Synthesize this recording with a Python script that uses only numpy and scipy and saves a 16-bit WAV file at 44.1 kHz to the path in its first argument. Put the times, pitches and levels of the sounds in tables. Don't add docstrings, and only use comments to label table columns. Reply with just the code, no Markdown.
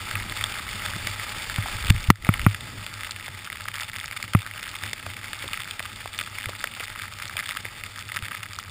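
import sys
import numpy as np
from scipy import signal
from scipy.io import wavfile
from scipy.ndimage import uniform_filter1d

SR = 44100
rng = np.random.default_rng(int(sys.argv[2]) if len(sys.argv) > 2 else 0)


def int16_out(signal):
    q = np.round(np.clip(np.atleast_2d(signal).T, -1, 1) * 32767)
    wavfile.write(sys.argv[1], SR, q.astype(np.int16))


def field_ratio(decibels):
    return 10 ** (np.asarray(decibels, dtype=float) / 20)


N = 383669


def rms_one(x):
    return x / np.sqrt(np.mean(x ** 2) + 1e-20)


def noise():
    return rng.standard_normal(N)


def in_time(rows):
    s, db = np.transpose(rows)
    return np.interp(np.arange(N) / SR, s, db)


def drift(rate_hz):
    r = np.exp(-80 * np.pi * rate_hz / SR)
    slow = signal.lfilter([1], [1, -2 * r, r * r], rng.standard_normal(N // 40 + 2002))[2000:]
    return np.interp(np.arange(N) / 40, np.arange(len(slow)), rms_one(slow))


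def evened(x, window_s):
    power = uniform_filter1d(rms_one(x) ** 2 + 0.05, round(window_s * SR))
    return rms_one(x / power ** 0.17)


def resonance(x, hz, width_hz):
    r = np.exp(-np.pi * width_hz / SR)
    poles = [1, -2 * r * np.cos(2 * np.pi * hz / SR), r * r]
    return signal.lfilter([(1 - r * r) / 2, 0, (r * r - 1) / 2], poles, x)


def add(out, s, x):
    at = round(s * SR)
    out[at:at + len(x)] += x[:N - at]


# (frequency [Hz], width [Hz], level [dB])
HOUSING_MODES = [(600, 66, -14), (808, 160, -16.5), (1276, 153, -4), (1616, 190, -5), (1998, 474, -2.5),
                 (2435, 660, -1.5), (2800, 633, -4), (3572, 243, -5), (4470, 1200, -6.5), (4854, 1106, -5),
                 (5405, 417, -10.5)]


def housing(x):
    out = 0
    for k, (hz, width_hz, db) in enumerate(HOUSING_MODES):
        out = out + (-1) ** k * field_ratio(db) * resonance(x, hz, width_hz)
    return out


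# (time [s], level [dB])
EDGE_LOAD = [(0, -38), (1.0, -38), (1.5, -40), (1.9, -35), (2.18, -46), (2.42, -35.5), (2.55, -42),
             (3.3, -42), (4.1, -39), (5.3, -42), (5.64, -38.5), (5.9, -42), (6.9, -40), (7.15, -43),
             (7.55, -36), (7.75, -46), (8.2, -38), (8.7, -45)]


def edge_load():
    return in_time(EDGE_LOAD)


def crust(crust_db):
    grains_per_s, spread_db, burst_s, snap = 200, 8.0, 0.001, 2.9
    fade = np.exp(-1 / (burst_s * SR))
    sizes = field_ratio(spread_db * np.minimum(rng.exponential(1, N), 1.9))
    born = rng.random(N) < grains_per_s * field_ratio(6.0 * drift(25)) / SR
    tint = rng.integers(0, 6, N)
    out = 0
    for k, hz in enumerate(np.geomspace(900, 5000, num=6)):
        snaps = sizes * born * (tint == k)
        envelope = signal.lfilter([1], [1, -fade], snaps + 1e-18)
        bursts = envelope * noise() + snap * snaps
        out = out + rms_one(resonance(bursts, hz, hz / 1.46))
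    return field_ratio(crust_db) * rms_one(housing(out))


# (time [s], level [dB])
STREAM = [(0, -45), (1.75, -44), (2.1, -49.5), (2.45, -49.5), (3.3, -53), (4.5, -53.5), (5.1, -50.5),
          (7.4, -52), (8.7, -56.5)]


def stream():
    return in_time(STREAM)


def spray(spray_db):
    body = rms_one(resonance(noise(), 350, 980))
    hollow = field_ratio(-2) * rms_one(resonance(noise(), 846, 40))
    air = noise()
    bright = field_ratio(14) * rms_one(housing(air + 0.27 * resonance(air, 4670, 470)))
    return field_ratio(spray_db - 5.5 + 2.32 * drift(51)) * (body + hollow + bright)


# (time [s], half length [s], extra shake [dB], extra rumble [dB])
GUSTS = [(0.23, 0.18, 7, 8.5), (0.802, 0.33, 5.5, 4), (1.035, 0.063, 3.5, 4), (1.39, 0.067, 5.5, 2),
         (1.705, 0.19, 2.5, 11.5), (1.939, .12, 7, 23.5), (2.22, .06, 8, 20), (2.41, 0.078, 10, 24),
         (2.722, 0.25, 7.5, 2), (4.842, 0.053, 7, -11), (5.12, 0.076, 4.5, -4), (5.453, 0.036, 10.5, -6),
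         (6.49, 0.036, 7, -5), (8.23, 0.092, 3.5, -12)]


def swells():
    s, half_s, shake_db, rumble_db = np.transpose(GUSTS)
    coarse_s = np.arange(0, N + 64, 64) / SR
    bells = np.exp(-((coarse_s[:, None] - s) / half_s) ** 2)
    return [np.interp(np.arange(N) / SR, coarse_s, bells @ db) for db in (shake_db, rumble_db)]


def wind(stream_db):
    swing_db = stream_db - stream_db.mean()
    gust_db, jolt_db = swells()
    shake_db = -46.5 + 0.21 * swing_db + gust_db
    rumble_db = -54.5 + 0.77 * swing_db + jolt_db + 2.0 * drift(24)
    shake = evened(resonance(noise() * field_ratio(4.9 * drift(36)), 98.9, 12), 0.1)
    above = field_ratio(-9.5) * rms_one(resonance(noise() * field_ratio(3.3 * drift(24)), 198, 82))
    band = signal.butter(2, [22, 70], "band", fs=SR, output="sos")
    rumble = evened(signal.sosfilt(band, noise()), 0.39)
    return field_ratio(shake_db) * (shake + above) + field_ratio(rumble_db) * rumble


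def breaks(events, crumble_ms, snap, sharpness, broad, body):
    out, t = np.zeros(N), np.arange(SR // 25) / SR
    fade_s = crumble_ms / 1000 * rng.uniform(0.6, 1.4, (len(events), 1))
    envelopes = np.exp(-t / fade_s) * (1 - np.exp(-t / 0.00021)) * (t < 0.03)
    bursts = rng.standard_normal((len(events), len(t))) * envelopes
    bursts[:, 10] += snap
    for (s, db, hz), burst in zip(events, bursts):
        heard = body(resonance(burst, hz, hz / sharpness) + broad * burst)
        add(out, s, field_ratio(db - 1.5) * heard / np.abs(heard).max())
    return out


def lesser_cracks(load_db):
    soft_per_s, hard_per_s, hardens_s, hardens_over_s = 12, 60, 3.0, 0.5
    over_load_db, spread_db, centre_hz, spread_octaves = 17, 3, 2700, 0.56
    quiet_before_s = 0.017
    hard = 1 / (1 + np.exp((hardens_s - np.arange(N) / SR) / hardens_over_s))
    clusters_db = 6.5 * (drift(9.7) - 0.12)
    per_s = soft_per_s + (hard_per_s - soft_per_s) * hard
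    due = np.cumsum(per_s * field_ratio(0.6 * (load_db - load_db.mean()) + clusters_db)) / SR
    at = np.searchsorted(due, np.cumsum(rng.exponential(1, 600)))
    size, tint = np.clip(rng.standard_normal((2, 600)), -2, 2)
    clear_s = np.array([row[0] for row in [*PACKED, *CRUSTY, *BLOWS, *CHIPS]])
    events = []
    for i, a, b in zip(at, size, tint):
        whole = np.any(np.abs(clear_s - i / SR - quiet_before_s / 2) < quiet_before_s / 2)
        if i < N and not whole:
            db = load_db[i] + over_load_db + spread_db * a
            events.append((i / SR, db, centre_hz * 2 ** (spread_octaves * b)))
    return breaks(events, 0.59, snap=2.8, sharpness=3.1, broad=0.37, body=housing)


# (time [s], peak [dB], colour [Hz])
PACKED = [(0.111, -15.5, 1700), (0.153, -10, 2070), (0.199, -18, 2050), (0.296, -17, 3520),
          (0.41, -12.5, 2000), (0.439, -6, 3500), (0.68, -20, 2080), (0.86, -11, 1850), (1.07, -11.5, 2100),
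          (1.196, -17, 2000), (1.497, -15.5, 1740), (1.56, -12, 2700), (1.624, -16.5, 2230),
          (1.857, -18, 3470), (1.962, -17.5, 1920), (2.156, -12, 1780), (2.247, -11.5, 2030),
          (2.338, -12, 2050), (2.394, -12.5, 2000), (2.545, -14.5, 2030), (2.864, -14.5, 3420),
          (3.033, -16, 2100), (3.5, -17.5, 2040), (3.683, -13, 1650), (3.739, -20, 1940),
          (3.832, -15.5, 3560), (3.984, -21, 2300), (4.111, -16.5, 2090), (4.226, -15.5, 1970),
          (4.278, -23, 2110)]
# (time [s], peak [dB], colour [Hz])
CRUSTY = [(4.463, -18.5, 1700), (4.511, -18.5, 2100), (4.628, -21, 1860), (4.751, -19, 2490),
          (4.835, -13.5, 2000), (4.931, -11, 3610), (5.331, -14.5, 2140), (5.478, -18, 3430),
          (5.532, -11.5, 2780), (5.573, -17.5, 2250), (5.709, -15.5, 3700), (5.793, -14.5, 2110),
          (5.826, -19.5, 3400), (6.188, -11.5, 2300), (6.211, -14, 1500), (6.384, -14.5, 2030),
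          (6.457, -13, 2130), (6.64, -10, 1920), (6.672, -15.5, 2630), (6.797, -17, 2690),
          (7.221, -15.5, 2220), (7.367, -14.5, 2220), (7.49, -15, 3680), (7.569, -12.5, 1640),
          (7.652, -14.5, 2000), (7.836, -15, 2300), (8.118, -17, 1950), (8.161, -15, 1820),
          (8.318, -19.5, 1670), (8.43, -17, 2050)]


def clear_cracks():
    return breaks([*PACKED, *CRUSTY], 1.22, snap=3.15, sharpness=3.8, broad=0.53, body=housing)


# (time [s], crack peak [dB], swing [dB], mount ring [dB])
BLOWS = [
    (1.583, -24, -21, -15.5),
    (1.9058, -41, -2.5, -6),
    (2.1024, 8, 8.5, 1.5),
    (2.29, -10.5, -3, -10),
    (2.4648, -6.5, -1, -4.5),
    (4.3496, -9, -2.5, -7),
]
# (frequency [Hz], level [dB], t60 [s])
SHELL = [(600, -12, 0.057), (818, -11, 0.045), (1240, 1, 0.045), (1336, 5.5, 0.016), (1500, -29.5, 0.03),
         (1950, 12, 0.0078), (2300, -4, 0.036), (2700, -23, 0.008)]
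# (frequency [Hz], level [dB], t60 [s])
SWING = [(161, 3, 0.024), (300, -33, 0.038)]
# (frequency [Hz], level [dB], t60 [s])
MOUNT = [(102.2, 1, 0.12), (55, -56, 0.027)]


def struck(modes, push):
    t = np.arange(SR // 4) / SR
    rings = sum(field_ratio(db - 60 * t / t60_s) * np.sin(2 * np.pi * hz * t) for hz, db, t60_s in modes)
    return signal.fftconvolve(rings, push / push.sum())[:len(t)]


def blows():
    out = np.zeros(N)
    for s, crack_db, swing_db, ring_db in BLOWS:
        own = [(hz * rng.normal(1, 0.03), db + rng.normal(0, 3), min(t60_s, 0.021)) for hz, db, t60_s in SHELL]
        add(out, s, field_ratio(crack_db - 5.5) * struck(own, np.hanning(17)))
        add(out, s + 0.00032, -field_ratio(swing_db + 0.5) * struck(SWING, np.hanning(41)))
        add(out, s + 0.0022, field_ratio(ring_db) * struck(MOUNT, np.hanning(101)))
    for _ in range(2):
        out -= resonance(out, 462, 144)
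    return out


# (time [s], peak [dB], colour [Hz])
TAPS = [
    (1.659, -20, 790),
    (8.587, -19, 1250),
]


def buckle_taps():
    return breaks(TAPS, 1.6, snap=4.0, sharpness=5.7, broad=0, body=lambda x: resonance(x, 950, 1200))


# (time [s], peak [dB], direction [sign])
PUSHES = [
    (1.749, -32, -1),
    (1.87, -37, -1),
    (1.899, -12, 1),
    (1.947, -24, -1),
    (2.084, -19, -1),
    (6.465, -35, -1),
    (8.223, -35, -1),
]


def pushes():
    out = np.zeros(N)
    for s, db, direction in PUSHES:
        add(out, s, np.sign(direction) * field_ratio(db + 11.5) * struck(MOUNT, np.hanning(301)))
    return out


# (time [s], peak [dB], colour [Hz])
SCUFFS = [(1.8985, -8, 3600), (1.902, 0.5, 2800), (1.903, -24, 2300), (2.04, -18, 2490), (2.107, 0, 1900),
          (2.223, -18.5, 2130), (2.267, -20, 2550), (2.415, -16, 3020), (2.448, -21, 2560),
          (2.607, -21, 2700), (4.334, -15, 1750), (4.381, -38, 1920), (4.418, -21, 3420),
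          (6.197, -18, 2700), (6.201, -16, 2640), (8.146, -20, 2800), (8.168, -12, 1960)]


def glove_scuffs():
    return breaks(SCUFFS, 1.22, snap=3.15, sharpness=3.8, broad=0.53, body=housing)


# (time [s], peak [dB], colour [Hz])
LUMPS = [(2.268, -20, 250), (3.282, -21.5, 300), (4.932, -23, 367), (5.064, -19, 600), (5.441, -20.5, 272),
         (5.803, -20, 500), (6.058, -16.5, 600), (6.491, -18.5, 510), (6.641, -18, 396), (6.803, -24, 398),
         (7.356, -24, 396), (7.653, -23.5, 300)]


def snow_lumps():
    return breaks(LUMPS, 1.9, snap=3.1, sharpness=0.74, broad=0, body=lambda x: resonance(x, 970, 2800))


# (time [s], peak [dB], colour [Hz])
CHIPS = [
    (3.1087, -15, 4670),
    (4.2263, -22, 4600),
    (4.9317, -20, 4630),
    (6.179, -23, 4810),
    (7.279, -21, 4700),
    (8.5874, -19, 5600),
]


def ice_chips():
    return breaks(CHIPS, 2.2, snap=1.27, sharpness=3.3, broad=0, body=lambda x: resonance(x, 3300, 3000))


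def scene():
    load_db, stream_db = edge_load(), stream()
    slide = crust(load_db - 2) + spray(stream_db) + wind(stream_db)
    cracks = lesser_cracks(load_db) + clear_cracks()
    contacts = blows() + buckle_taps() + pushes() + glove_scuffs() + snow_lumps() + ice_chips()
    return (slide + cracks + contacts)[None]


def gain_control(x):
    limit_db, release_db_per_s, attack_s = -5, 130, 0.006
    over_db = np.maximum(20 * np.log10(np.abs(x) + 1e-9) - limit_db, 0)
    climb_db = release_db_per_s * np.arange(N) / SR
    held_db = np.maximum.accumulate(over_db + climb_db, axis=1) - climb_db
    r = np.exp(-1 / (attack_s * SR))
    return x * field_ratio(-signal.lfilter([1 - r], [1, -r], held_db))


def low_pass(x):
    return signal.sosfilt(signal.butter(12, 16230, fs=SR, output="sos"), x)


def record(dry):
    cutoff_hz = 15230
    sampled = signal.resample_poly(gain_control(dry), 40, 147, axis=1)
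    clipped = np.clip(sampled, -0.97, 0.97)
    held = signal.resample_poly(np.repeat(clipped, 4, axis=1), 147, 160, axis=1)[:, :N]
    step = signal.ellip(8, 0.1, 25, cutoff_hz, fs=SR, output="sos")
    below = signal.sosfiltfilt(step, held)
    stepped = below + field_ratio(-14) * (held - below)
    slope = signal.cheby1(6, 0.5, cutoff_hz, fs=SR, output="sos")
    return low_pass(signal.sosfilt(slope, stepped))


dry = scene()
out = record(dry)
int16_out(out)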